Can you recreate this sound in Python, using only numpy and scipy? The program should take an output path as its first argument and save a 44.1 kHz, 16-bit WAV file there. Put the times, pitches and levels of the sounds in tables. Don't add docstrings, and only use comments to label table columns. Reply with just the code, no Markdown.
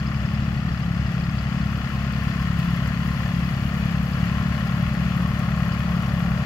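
import sys
import numpy as np
from scipy import signal
from scipy.fft import rfft, irfft
from scipy.io import wavfile
from scipy.ndimage import uniform_filter1d

SR = 44100
rng = np.random.default_rng(int(sys.argv[2]) if len(sys.argv) > 2 else 0)


def voltage_ratio(decibels):
    exponent = np.asarray(decibels, float) / 20
    return 10 ** exponent


def master(y):
    cut = np.clip(np.atleast_2d(y).T, -1, 1)
    pcm = np.round(cut * 32767)
    wavfile.write(sys.argv[1], SR, pcm.astype(np.int16))


N = 284445

# t/s, f/Hz
FIRING_RATE = [(0, 34.501), (.44, 35.089), (.75, 34.787), (1.36, 34.449), (1.55, 34.842), (1.78, 34.4),
               (2.44, 34.421), (2.62, 34.531), (3.04, 35.011), (3.63, 34.652), (3.89, 34.373),
               (4.28, 35.27), (4.46, 35.562), (4.68, 34.761), (5.21, 35.74), (5.47, 34.567), (5.77, 35.046),
               (6.45, 34.988)]
# multiple of firing rate, level/dB rms
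EXHAUST = [(1, -49), (2, -31), (3, -37.5), (4, -32), (8, -53)]
# t/s, level/dB
PIPE = [(0, -35.5), (.44, -33), (.9, -28), (1.36, -29.5), (1.7, -31.5), (2.2, -33), (2.7, -26),
        (3.04, -29.3), (3.5, -28), (3.8, -31), (4.1, -27), (4.68, -29.5), (5.21, -25.5), (5.47, -29),
        (5.77, -27), (6.45, -26)]
# f/Hz, t60/s, first cylinder level/dB, second level/dB
KNOCK = [(1092, 0.089, -7.5, -3), (1610, .012, 0.5, -8), (596.5, 0.1, -15, -13.5), (1237, 0.027, -2, -1),
         (1370, 0.03, 2.5, 0), (1855, 0.017, 1.5, 1.5), (2527, 0.022, -3.5, -6), (2930, 0.019, -15, -3),
         (3380, 0.023, -8.5, -11), (4480, 0.044, -11.5, -17.5), (4970, 0.026, -21, -11.5)]
# t/s, share of its pitch
PANEL = [(0, 1.01), (1.5, 1.01), (1.8, .99), (2.5, .975), (3.2, .958), (3.7, 1), (4.2, .955), (4.6, .99),
         (5, 1.015), (5.3, 1), (5.8, .988), (6.45, 1.03)]
# t/s, looseness 0-1
LOOSE = [(0, 0.51), (.6, 0), (1.5, 0.2), (1.9, 0.77), (2.5, 0.82), (3.1, 0.8), (3.6, 0.25), (4.1, .1),
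         (4.35, 0.8), (4.8, 0.74), (5.1, .5), (5.7, 0.85), (6.1, 0.35), (6.45, .5)]
# f/Hz, width/Hz, level/dB
MANIFOLD = [(616, 273, -2.5), (818, 253, -3.5)]
# f/Hz, width/Hz, level/dB
BLOCK = [(1088, 129, -1), (1337, 220, -2)]
# f/Hz, width/Hz, level/dB
BLOWER = [(1783, 277, 0.5), (2595, 392, -7.5), (3005, 190, -6), (3330, 160, -11), (4460, 960, -14.5),
          (6870, 1310, -26)]
# f/Hz, width/Hz, level/dB
HISS = [(9300, 900, -15), (11560, 2500, 8), (15600, 1900, 2.5)]
# f/Hz, width/Hz, level/dB
VALVE = [(6270, 1500, 0)]
# t/s, peak level/dB
STRAYS = [(1.1164, -43), (2.0259, -45), (2.2324, -45), (2.4229, -43), (2.589, -42), (2.6745, -47),
          (2.8716, -39), (3.192, -48), (3.3218, -45), (3.7387, -47), (4.6713, -46), (5.3912, -44),
          (5.6508, -46), (5.7371, -51)]
# t/s, peak level/dB
CLINKS = [
    (1.062, -42),
    (1.2347, -40),
    (1.3828, -37),
    (2.2794, -42),
    (4.128, -39),
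    (4.6689, -42),
    (5.719, -38),
    (6.0902, -41),
    (6.3768, -44),
]
# f/Hz, width/Hz, level/dB
LINKS = [(4400, 790, -1), (5000, 340, 5)]
# t/s, firing rate f/Hz, level/dB
IDLER = [(0.0, 21.308, -30.5), (0.496, 21.207, -30), (0.992, 21.193, -30.5), (1.488, 21.342, -31),
         (1.985, 21.399, -32.5), (2.481, 21.44, -31), (2.977, 21.447, -30), (3.473, 21.417, -30),
         (3.969, 21.389, -31.5), (4.465, 21.487, -29.5), (4.962, 21.557, -29), (5.458, 21.529, -29),
         (5.954, 21.444, -30), (6.45, 21.551, -28.5)]
# multiple of firing rate, level/dB against the level above
IDLER_PIPE = [(2, -19), (3, -11), (4, -15.5), (5, -5), (6, -0.5), (7, -7), (8, -7.5), (9, -31)]
# f/Hz, t60/s, first beat level/dB, second beat level/dB
TAPPETS = [(1396, 0.025, -46, -28), (1865, 0.044, -55, -40), (5053, 0.053, -38.5, -45)]
# f/Hz, level/dB rms
YARD_HUM = [(30.9, -61), (55, -49), (62.42, -43), (66.27, -43), (73.3, -52), (119.5, -50), (122.1, -50),
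            (146.65, -51), (196.2, -54)]
# f/Hz, level/dB per Hz
RUMBLE = [(22, -25), (32, -2), (60, 11), (140, 12), (210, 9), (280, 3), (360, -3.5), (480, -11),
          (900, -36.5)]
# f/Hz, level/dB
PORTS_DB = [(60, 1.2), (200, 2.6), (700, 4), (950, 2.5), (1300, 5.5), (2000, 12), (3000, 14.5), (3800, 1),
            (7500, 2), (9000, -6), (12000, -3), (15500, 8)]
# f/Hz, likeness 0-1
ALIKE = [(40, 0.8), (300, .98), (450, 0.91), (750, 1), (1200, 0.77), (1900, 0.37), (3000, 0.29),
         (8000, 0.053), (9000, 0.087)]

FIFTH_DB, FIFTH_RISE_DB_S, SIXTH_DB, SIXTH_TRADE, SEVENTH_DB = -32.5, 1.46, -33, 0.54, -46
HEADING_DEG, TURN_DEG_S = 55, 15.5
FLANK_DEG, NOSE_DEG = (69, 95), (108.5, 151.5)
# level/dB, gain with the flank/dB, gain with the nose/dB, gain with a loose bonnet/dB
MANIFOLD_DB, BLOCK_DB = (-44, 1.15, 3, -1.16), (-42.5, 1, 2, 1.5)
BLOWER_DB, HISS_DB = (-42, 2, -0.5, 0.65), (-68, 8.5, -.5, -0.2)
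PANEL_DB, TOP_RINGS_DB = (-5, 0.4, 1, 7.5), (4.5, -1.5, -8, -1.7)
SEVENTH_GAIN_DB, TICK_DB = (.1, 6, -6.5, 0.5), (-52.5, 6.5, -1.5, 0.2)
# f/Hz, t60/s, first firing level/dB, second level/dB; then its part levels as above
INTAKE, INTAKE_DB = [(616, 0.036, -4, 0.1)], (-51.5, 6, 2, 7)
SCREENED_DB = (-0.4, -2, -4, 0.3)
TICK_AT_FIRING, TICK_SCATTER_DB = 1.8, 1.7
TOP_SAG_PER_DB, TOP_SAG = .014, .038
RUMBLE_DB, PORT_LAG_S, TOP_HZ = -35, .00018, 15730


def exhaust(firings, fifth_db):
    swing_db = fifth_db - FIFTH_DB - FIFTH_RISE_DB_S * np.arange(N) / SR
    sixth_db = SIXTH_DB - SIXTH_TRADE * swing_db
    seventh_db = SEVENTH_DB + facing(SEVENTH_GAIN_DB)
    orders = EXHAUST + [(5, fifth_db), (6, sixth_db), (7, seventh_db)]
    jittered = firings + .0025 * per_cycle(firings)
    return pulses(jittered, orders, -1.05) * voltage_ratio(.9 * per_cycle(firings))


def engine(firings):
    manifold_db, block_db = facing(MANIFOLD_DB), facing(BLOCK_DB)
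    blower_db, hiss_db = facing(BLOWER_DB), facing(HISS_DB)
    manifold = surges(firings, 0.81, 0.11, 0.11, 2.3)
    block = surges(firings, 0.16, 0.13, 0.44, 1.5)
    blower = surges(firings, .17, .2, .3, 1.5)
    hiss = surges(firings, .85, .12, .6, 4) * voltage_ratio(1.6 * per_cycle(firings))
    hiss = level(hiss, -0.9)
    tick = ticks(valve_ticks(firings) + STRAYS, 0.0023)
    clink = ticks(CLINKS, 0.01)

    knock = strikes(firings, .175, KNOCK, 1.4, *curves(PANEL), facing(PANEL_DB), facing(TOP_RINGS_DB))
    paths = voltage_ratio(block_db + 5.0) * knock
    intake_flex = 1 + facing((0.0019, 0, .07, 0))
    paths += strikes(firings, .78, INTAKE, 9.5, intake_flex, facing(INTAKE_DB), np.zeros(N))
    for path, noise in zip(paths, rng.standard_normal((3, 5, N))):
        path += voltage_ratio(manifold_db - 0.86) * ring(manifold * noise[0], MANIFOLD)
        path += voltage_ratio(block_db - 1.5) * ring(block * noise[1], BLOCK)
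        path += voltage_ratio(blower_db - 0.5) * ring(blower * noise[2], BLOWER)
        path += voltage_ratio(3.0) * tick * ring(noise[4], VALVE)
        path += voltage_ratio(-1.5) * clink * ring(noise[4], LINKS)
        path += ring(noise[3], HISS) * (voltage_ratio(hiss_db) * hiss + voltage_ratio(-2.0) * tick)
    return paths


def strikes(cycles, start, modes, scatter_db, flex, panel_db, top_db):
    when = np.interp(np.arange(int(cycles[-1])) + start, cycles, np.arange(N))
    first = when.astype(int)
    chance = rng.standard_normal((len(when), len(modes), 5))
    blow_db = 0.7 * rng.standard_normal(len(when))
    sag = 1 - np.clip(TOP_SAG_PER_DB * (top_db[0] - top_db), 0, TOP_SAG)
    paths = np.zeros((3, N + SR))
    for m, (hz, t60, *db) in enumerate(modes):
        facing_db = panel_db if m == 0 else top_db * ((hz > 4000) - 1.2 * (hz < 700))
        bend = flex if m == 0 else sag ** (hz > 4000)
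        pitch = hz * (1 + 0.0059 * chance[:, m, 0]) * bend[first]
        mode_db = np.resize(db, len(when)) + scatter_db * hz / 3000 * chance[:, m, 1]
        size = voltage_ratio(mode_db + blow_db + facing_db[first])
        step = np.arange(int(.6 * t60 * SR))
        t = step / SR
        shape = (1 - np.exp(-t / 0.001)) * np.exp(-np.log(1000) * t / t60)
        spin = shape * np.exp(2j * np.pi * pitch[:, None] * t)
        for path, late in zip(paths, chance[:, m, 2:].T):
            lag = when % 1 / SR + .00004 * late
            blow = size * np.exp(-2j * np.pi * pitch * lag)
            sound = (spin * blow[:, None]).imag
            path += np.bincount((first[:, None] + step).ravel(), sound.ravel(), N + SR)
    return paths[:, :N]


def surges(firings, start, fall, depth, scatter_db):
    cycle = firings - start + 1
    size = voltage_ratio(scatter_db * rng.standard_normal(400))[cycle.astype(int)]
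    surge = 1 + depth * size * np.exp(-(cycle % 1) / fall)
    return uniform_filter1d(surge, size=60) * voltage_ratio(0.52 * per_cycle(.45 * firings))


def valve_ticks(firings):
    at = np.interp(np.arange(TICK_AT_FIRING, firings[-1], 2), firings, np.arange(N))
    db = facing(TICK_DB)[at.astype(int)] + TICK_SCATTER_DB * rng.standard_normal(200)[:len(at)]
    return list(zip(at / SR, db))


def ticks(table, fall_s):
    hits = np.zeros(N)
    s, db = np.transpose(table)
    hits[(s * SR).astype(int)] = voltage_ratio(db)
    t = np.arange(1400) / SR
    shape = (1 - np.exp(-t / 0.0019)) ** 2 * np.exp(-t / fall_s)
    return signal.fftconvolve(hits, shape)[:N]


def facing(law):
    heading = HEADING_DEG + TURN_DEG_S * np.arange(N) / SR
    flank = np.interp(heading, FLANK_DEG, (0, 1))
    nose = np.interp(heading, NOSE_DEG, (0, 1))
    return law[0] + law[1] * flank + law[2] * nose + law[3] * curves(LOOSE)[0]


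def idler():
    hz, db = curves(IDLER)
    firings = .666 + np.cumsum(hz) / SR
    drone = voltage_ratio(db) * pulses(firings, IDLER_PIPE, 2.74)
    _, left, right = strikes(firings, .1, TAPPETS, 1.84, np.ones(N), np.zeros(N), facing(SCREENED_DB))
    return drone, np.array([voltage_ratio(-13) * left, right])


def hum():
    t = np.arange(N) / SR
    tones = 0
    for k, (hz, db) in enumerate(YARD_HUM):
        waver = .4 * per_cycle(1.5 * t)
        tones = tones + np.sqrt(2) * voltage_ratio(db) * np.cos(2 * np.pi * hz * t + waver - 1 - k / 3)
    return tones


def yard():
    return level(irfft(rfft(rng.standard_normal(N)) * voltage_ratio(along(RUMBLE)), N), RUMBLE_DB)


def pulses(cycles, orders, skew):
    return sum(np.sqrt(2) * voltage_ratio(db) * np.cos(2 * np.pi * k * cycles + skew) for k, db in orders)


def per_cycle(cycles):
    return np.interp(cycles, np.arange(400), rng.standard_normal(400))


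def ring(x, modes):
    out = 0
    for k, (hz, width, db) in enumerate(modes):
        b, a = signal.iirpeak(hz, hz / (1.89 * width), SR)
        twice = signal.lfilter(b, a, signal.lfilter(b, a, x))
        out = out + (-1) ** k * voltage_ratio(db) * twice
    return level(out, 0)


def level(x, db):
    return x * voltage_ratio(db) / np.sqrt(np.mean(x ** 2))


def curves(table):
    s, *columns = np.transpose(table)
    return [np.interp(np.arange(N) / SR, s, c) for c in columns]


def along(points):
    hz, value = np.transpose(points)
    return np.interp(np.log(np.arange(N // 2 + 1) * SR / N + 1), np.log(hz), value)


def ports(shared, left, right):
    alike = np.clip(along(ALIKE), 0, 1)
    hz = np.arange(N // 2 + 1) * SR / N
    lead = np.exp(1j * (.09 + np.pi * hz * PORT_LAG_S * np.clip(hz / 2200, 0, 1)))
    tilt = voltage_ratio(along(PORTS_DB) / 2)
    same, own = np.sqrt(alike) * rfft(shared), np.sqrt(1 - alike)
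    left_port = tilt * (same * lead + own * rfft(left))
    right_port = (same / lead + own * rfft(right)) / tilt
    norm = 2 / np.sqrt(tilt ** 2 + tilt ** -2 + 2 * alike * np.cos(2 * np.angle(lead)))
    return irfft(norm * np.array([left_port, right_port]), N)


def scene():
    rate_hz, = curves(FIRING_RATE)
    fifth_db, = curves(PIPE)
    firings = .2025 + np.cumsum(rate_hz) / SR
    drone, tappets = idler()
    shared, left, right = engine(firings)
    shared = shared + exhaust(firings, fifth_db) + drone + hum() + yard()
    return ports(shared, left + yard(), right + yard()) + tappets


def top_cut(x):
    return signal.sosfilt(signal.butter(12, 16550, fs=SR, output="sos"), x)


def record(dry):
    low_pass = signal.ellip(12, .2, 70, TOP_HZ, fs=SR, output="sos")
    mix = signal.sosfilt(low_pass, dry)
    return top_cut(mix)


dry = scene()
out = record(dry)
master(out)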